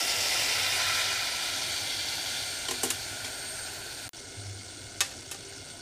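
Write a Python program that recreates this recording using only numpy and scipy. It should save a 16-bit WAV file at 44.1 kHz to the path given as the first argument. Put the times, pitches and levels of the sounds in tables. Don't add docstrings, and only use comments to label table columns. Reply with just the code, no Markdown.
import sys
import numpy as np
from scipy import signal
from scipy.io import wavfile

SR = 44100
rng = np.random.default_rng(int(sys.argv[2]) if len(sys.argv) > 2 else 0)


def unload_audio(sound):
    columns = np.transpose(np.atleast_2d(sound))
    steps = np.round(np.clip(columns, -1, 1) * 32767)
    wavfile.write(sys.argv[1], SR, steps.astype(np.int16))


N = 256265

# time_s, level_db
HISS = [(0, -28.5), (.4, -27.3), (.55, -28.5), (.95, -27.5), (1.3, -31.5), (2.35, -33.5), (2.6, -36),
        (4.08, -41)]
STAGE_S = [.25, .92, 1.9, 3.8]
# pitch_hz, relative_level_db_per_hz
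SPLASH_COLOUR = [(150, -34), (250, -13.5), (742, -5.5), (1180, -13.5), (1330, -10), (1480, -8.5),
                 (2020, -4), (3890, -7.5), (5220, -3.5), (15500, -21.5)]
POUR_COLOUR = [(150, -53), (250, -33), (681, -9.5), (1030, -11), (1160, 8.5), (1360, 2), (1760, -6),
               (2060, -3), (8770, -16), (15500, -29)]
STEAM_COLOUR = [(150, -45), (250, -12.5), (427, -14), (781, -5.5), (1180, -12), (1410, -5.5), (2620, -4),
                (4550, -4), (8620, -14), (15500, -27)]
SIZZLE_COLOUR = [(150, -37), (250, -20), (398, -1.5), (516, -21), (658, -2.5), (1180, -8.5), (1430, -2.5),
                 (2660, -6), (4470, -3), (7510, -8.5), (8320, -7.5), (15500, -20.5)]
SIMMER_COLOUR = [(150, -24), (250, -3), (398, 1), (427, -5.5), (646, -9.5), (1180, -9), (1480, -8),
                 (2620, -9.5), (4630, -5), (8040, -12.5), (8620, -8.5), (9890, -33), (15500, -23.5)]
# pitch_hz, width_hz, boost_or_cut_db
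SPLASH_POT = [(740, 140, 2), (1200, 98, -6), (1356, 69, 12.5), (1560, 450, -4), (2035, 120, 6.5),
              (2440, 140, 1.5), (2766, 47, 12), (3130, 200, 5.5), (3560, 130, 7.5), (4730, 220, 5.5),
              (5320, 330, 5.5), (6500, 120, -7), (7840, 61, 7), (9750, 550, 2.5)]
POUR_POT = [(730, 190, 5.5), (1010, 58, 8.5), (1183, 213, -28), (1346, 48, 10), (1990, 44, 6),
            (2437, 49, 8), (2700, 88, -15), (2890, 46, 3), (3660, 110, 6.5), (4010, 120, 7.5),
            (4700, 260, 5), (5120, 150, 6.5), (5870, 51, 10.5), (6320, 100, 3.5)]
STEAM_POT = [(766, 48, 6), (1290, 207, -34), (1384, 233, 22.5), (1900, 140, -8.5), (2085, 26, 10.5),
             (2370, 92, 7), (2540, 110, -14), (3320, 78, 6.5), (3620, 34, 7), (4470, 28, -19),
             (4495, 270, 9), (5070, 135, -14.5), (5170, 350, 5), (6340, 260, 4), (10740, 240, 6.5)]
SIZZLE_POT = [(650, 120, 4.5), (1219, 150, -18), (1440, 276, 13), (1880, 220, -4), (2080, 65, 4.5),
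              (2310, 47, 5.5), (2490, 41, 4.5), (3400, 190, -1.5), (3570, 33, 5), (4450, 250, 6),
              (6660, 630, 4)]
SIMMER_POT = [(1180, 96, -15), (1460, 226, 12), (1840, 340, -3.5), (2148, 110, 12), (2875, 110, 7),
              (3460, 67, 8), (4560, 690, 5), (5360, 300, 5.5), (5940, 170, 8.5), (6620, 240, 8.5),
              (7500, 100, -3), (7450, 460, 11), (4950, 110, -9), (7360, 200, -11), (10100, 300, -5),
              (11100, 500, 8), (11450, 200, -12), (12000, 300, 4), (13100, 400, 5), (13600, 150, -6)]
SIMMER_DB = -45
# time_s, level_db
WHISTLE = [(0, -46), (.45, -51), (1.95, -47), (2.15, -51), (2.4, -45), (3.2, -49.5), (3.5, -41.5),
           (3.68, -45), (3.78, -53), (4.08, -48)]
WHISTLE_HZ = 8577.5
# pitch_hz, relative_level_db_per_hz
RUMBLE_COLOUR = [(12, -42), (20, -12), (97, -3), (225, -14), (267, -9.5), (397, -20), (420, -9), (478, -22),
                 (513, -18.5), (600, -2), (780, -14), (1320, -120)]
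RUMBLE_DB = [-51.5, -53.5]
# pitch_hz, width_of_each_pass_hz, level_db
HUM = [(97.8, 20, -57), (123, 35, -63.5), (396.4, 6.1, -60.5), (272, 35, -61.5), (337, 52, -62)]
# start_s, level_db, crack_db, hollow_thump_db, bright_part_db, scuff_decay_s
JUG = [(2.684, -25, -8, -8.5, -3, 0.0063), (2.709, -22.5, 0, -10.5, 0, 0.007),
       (2.832, -23.5, -4, -3.5, 7, 0.017), (2.843, -38, -6, 7, -1, .012), (2.865, -42, -6, 6, -1, 0.011),
       (2.902, -20.5, -5, -19.5, 4, 0.0097), (3.244, -32, -14, -7.5, -16, .022)]
# pitch_hz, level_db, time_to_fall_60_db_s
JUG_MODES = [(253, -9.5, 0.33), (303, -14, 0.083), (349.5, -6.5, 0.19), (393, -6.5, 0.15),
             (461, -8.5, 0.12), (643, -10, 0.041), (780, -0.5, 0.036), (930, -10, 0.046), (1042, -4, 0.081),
             (1800, -44, .05), (2850, -12, 0.12), (3160, -2, 0.028), (3920, -9, .06), (6250, -28, .04),
             (6700, -26, 0.029), (7550, -6, 0.023), (9500, -7, 0.033)]
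# from_s, to_s
GAP_S = (4.0815, 4.1323)
# time_s, peak_db
GAP_TICK = (4.0919, -15)
# pitch_hz, width_of_each_pass_hz, level_db
FLUTTER = [(8400, 50, -67), (8612, 30, -66), (8870, 60, -65), (9110, 25, -73)]
# start_s, length_s, pitch_hz, level_db
PIPS = [(4.15, .03, 8612, -55), (4.185, .025, 9110, -53), (4.217, 0.044, 8400, -56),
        (4.27, .155, 8612, -54.5), (4.386, .03, 8400, -53), (4.42, .025, 9110, -55), (4.47, .03, 9110, -56),
        (4.548, .025, 8800, -53), (4.617, .04, 8612, -53), (4.635, .03, 8400, -56), (4.706, .11, 8605, -55),
        (4.81, .055, 8410, -59), (4.85, .03, 8612, -54), (4.885, .04, 9110, -60), (4.92, .025, 8600, -55),
        (5.385, .02, 8400, -57), (5.39, 0.028, 8612, -58), (5.43, 0.042, 8380, -58),
        (5.65, 0.026, 8590, -54), (5.7, 0.042, 8612, -52), (5.7, .05, 8400, -56)]
PIP_EDGE_S = 0.01
THUD_S, THUD_HZ, THUD_DB, THUD_T60_S = 4.367, 99.5, -35, 1.45
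THUD_WAVER_DB = 2.5
# start_s, level_db, crack_db, hollow_thump_db, bright_part_db, scuff_decay_s
CLACK = [(5.0061, -15.5, 14, -11.5, -4, 0.0071), (5.0115, -14.5, -12, -11, -17, 0.0037),
         (5.112, -37.5, 0, -4, 0, 0.005), (5.3128, -30, 8, -3, 3, 0.012), (5.3455, -34, -3, -4, -6, 0.0022)]
# pitch_hz, level_db, time_to_fall_60_db_s
CLACK_MODES = [(330, -31, 0.043), (365, -16, 0.14), (473, -15, 0.054), (554, -14, 0.13), (790, -15, 0.14),
               (976, -24, 0.13), (1184, -11.5, 0.082), (1810, -9.5, 0.079), (1930, -15, 0.05),
               (2604, -13, 0.11), (3080, -12, 0.04), (3800, -11, 0.052), (4340, -16, 0.058),
               (5400, -28, .06), (6400, -8, 0.056), (7540, -13, .04)]
JUG_RING_DB, CLACK_RING_DB = 5, 6
CUTOFF_HZ = 15460


def amp(db):
    return 10 ** (np.asarray(db) / 20)


def rms_one(x):
    return x / np.sqrt(np.mean(x ** 2) + 1e-20)


def in_time(rows):
    s, *columns = np.transpose(rows)
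    return [np.interp(np.arange(N) / SR, s, c) for c in columns]


def drift(rate_hz):
    step = 40
    r = np.exp(-2 * np.pi * rate_hz * step / SR)
    noise = rng.standard_normal(N // step + 2002)
    slow = signal.lfilter([1], [1, -2 * r, r * r], noise)[2000:]
    return np.interp(np.arange(N) / step, np.arange(len(slow)), rms_one(slow))


def grains(per_s, spread_db):
    sizes = amp(spread_db * np.minimum(rng.exponential(1, N), 5))
    signs = rng.choice([-1, 1], N)
    return sizes * signs * (rng.random(N) < per_s / SR)


def coloured(sources, spectrum, patchy_db):
    hz, db = np.transpose(spectrum)
    top_hz = min(hz[-1] * 1.3, .45 * SR)
    edges = hz[0] * 2 ** np.arange(0, np.log2(top_hz / hz[0]), 1 / 3)
    out, together = 0, drift(19)
    for k, (low, high) in enumerate(zip(edges, edges[1:])):
        band_filter = signal.butter(2, [low, high], "band", fs=SR, output="sos")
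        band = signal.sosfilt(band_filter, sources[k % 2])
        level_db = np.interp(np.log(low * high) / 2, np.log(hz), db)
        flicker_db = patchy_db * (0.2 * together + drift(19))
        out = out + amp(level_db + flicker_db) * band
    return rms_one(out)


def through(x, resonances):
    for hz, width, db in resonances:
        a, q = amp(db / 2), np.pi * width / SR
        c = -2 * np.cos(2 * np.pi * hz / SR)
        x = signal.lfilter([1 + q * a, c, 1 - q * a], [1 + q / a, c, 1 - q / a], x)
    return x


def steam(colour, pot, per_s, spread_db, patchy_db):
    bursts = [grains(per_s, spread_db) for source in range(2)]
    return rms_one(through(coloured(bursts, colour, patchy_db), pot))


def hot_pot():
    level_db, = in_time(HISS)
    stage, = in_time([(s, k) for k, s in enumerate(STAGE_S)])
    stages = [(SPLASH_COLOUR, SPLASH_POT), (POUR_COLOUR, POUR_POT),
              (STEAM_COLOUR, STEAM_POT), (SIZZLE_COLOUR, SIZZLE_POT)]
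    out = 0
    for k, (colour, pot) in enumerate(stages):
        share = np.clip(1 - np.abs(stage - k), 0, 1)
        out = out + np.sqrt(share) * steam(colour, pot, per_s=9000, spread_db=2.0, patchy_db=1.32)
    return amp(level_db) * out


def whistle(waver_hz):
    phase = 2 * np.pi * np.cumsum(WHISTLE_HZ + waver_hz * drift(35)) / SR
    level_db = in_time(WHISTLE)[0] + 1.3 * drift(30)
    return np.sqrt(2) * amp(level_db) * np.sin(phase)


def rumble():
    return coloured(rng.standard_normal((2, N)), RUMBLE_COLOUR, patchy_db=2.4)


def narrow_noise(lines, flicker_db):
    out = 0
    for hz, width, db in lines:
        r, x = np.exp(-np.pi * width / SR), rng.standard_normal(N)
        for turn in range(2):
            x = signal.lfilter([1, 0, -1], [1, -2 * r * np.cos(2 * np.pi * hz / SR), r * r], x)
        out = out + amp(db + flicker_db * drift(3.46)) * rms_one(x)
    return out


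def hum():
    return narrow_noise(HUM, flicker_db=2.2)


def ring(drive, hz, t60):
    r, w = amp(-60 / (t60 * SR)), 2 * np.pi * hz / SR
    return signal.lfilter([0, np.sin(w)], [1, -2 * r * np.cos(w), r * r], drive)


def blows(events, modes, ring_db, tail_db, tail_t60):
    out, size = np.zeros(N), SR // 2
    t = np.arange(size) / SR
    above_1300 = signal.butter(2, 1300, "high", fs=SR, output="sos")
    above_6000 = signal.butter(2, 6000, "high", fs=SR, output="sos")
    for s, db, crack_db, thump_db, bright_db, length in events:
        length = max(length, 1e-3)
        scuff = (1 - np.exp(-t / 0.0004)) * np.exp(-t / length)
        tail = amp(tail_db - 60 * t / tail_t60) * np.minimum(t / 0.0053, 1)
        noise = rng.standard_normal(size)
        sound = noise * (scuff + tail)
        sound[8] += 2 * amp(crack_db)
        sound = signal.sosfilt(above_1300, sound)
        rub = amp(ring_db) * noise * scuff ** 2 / np.sqrt(length * SR)
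        push = amp(thump_db) * (np.arange(size) == 130)
        chances_db = rng.normal(0, 2, len(modes))
        for (hz, mode_db, t60), chance_db in zip(modes, chances_db):
            drive = push if hz < 1300 else rub
            sound += rng.choice([-1, 1]) * amp(mode_db + chance_db) * ring(drive, hz, t60)
        sound += (amp(bright_db) - 1) * signal.sosfilt(above_6000, sound)
        at = round(s * SR)
        out[at:at + size] += (amp(db) * sound)[:N - at]
    return signal.sosfilt(signal.butter(3, [210, 10000], "band", fs=SR, output="sos"), out)


def jug():
    return blows(JUG, JUG_MODES, ring_db=JUG_RING_DB, tail_db=-14, tail_t60=0.35)


def simmer():
    bursts = steam(SIMMER_COLOUR, SIMMER_POT, per_s=6000, spread_db=3.5, patchy_db=1.46)
    return amp(SIMMER_DB) * bursts


def flutter():
    return narrow_noise(FLUTTER, flicker_db=3.0)


def pips(waver_hz):
    t, out = np.arange(N) / SR, 0
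    wander = np.cumsum(waver_hz * drift(30)) / SR
    for s, length, hz, db in PIPS:
        shape = np.clip(np.minimum(t - s, s + length - t) / PIP_EDGE_S + .5, 0, 1)
        out = out + amp(db) * shape * np.sin(2 * np.pi * (hz * t + wander))
    return np.sqrt(2) * amp(1.5 * drift(30)) * out


def thud():
    t = np.maximum(np.arange(N) / SR - THUD_S, 0)
    level_db = THUD_DB - 60 * t / THUD_T60_S + THUD_WAVER_DB * drift(15)
    swell = 1 - np.exp(-t / 0.018)
    return amp(level_db) * swell * np.sin(2 * np.pi * THUD_HZ * t)


def clack():
    return blows(CLACK, CLACK_MODES, ring_db=CLACK_RING_DB, tail_db=-15.0, tail_t60=0.33)


def scene():
    t = np.arange(N) / SR
    low_rumble, low_hum = rumble(), hum()
    first = hot_pot() + whistle(waver_hz=2.5) + jug()
    first += amp(RUMBLE_DB[0]) * low_rumble + low_hum
    second = simmer() + flutter() + pips(waver_hz=6.3) + thud() + clack()
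    second += amp(RUMBLE_DB[1]) * low_rumble + amp(-1.0) * low_hum
    mono = first * (t < GAP_S[0]) + second * (t > GAP_S[1])
    mono[round(GAP_TICK[0] * SR)] += amp(GAP_TICK[1])
    return np.array([mono, mono])


def record(dry):
    wet = dry + amp(-81) * rng.standard_normal(N)
    return signal.sosfilt(signal.ellip(12, .3, 75, CUTOFF_HZ, fs=SR, output="sos"), wet)


dry = scene()
out = record(dry)
unload_audio(out)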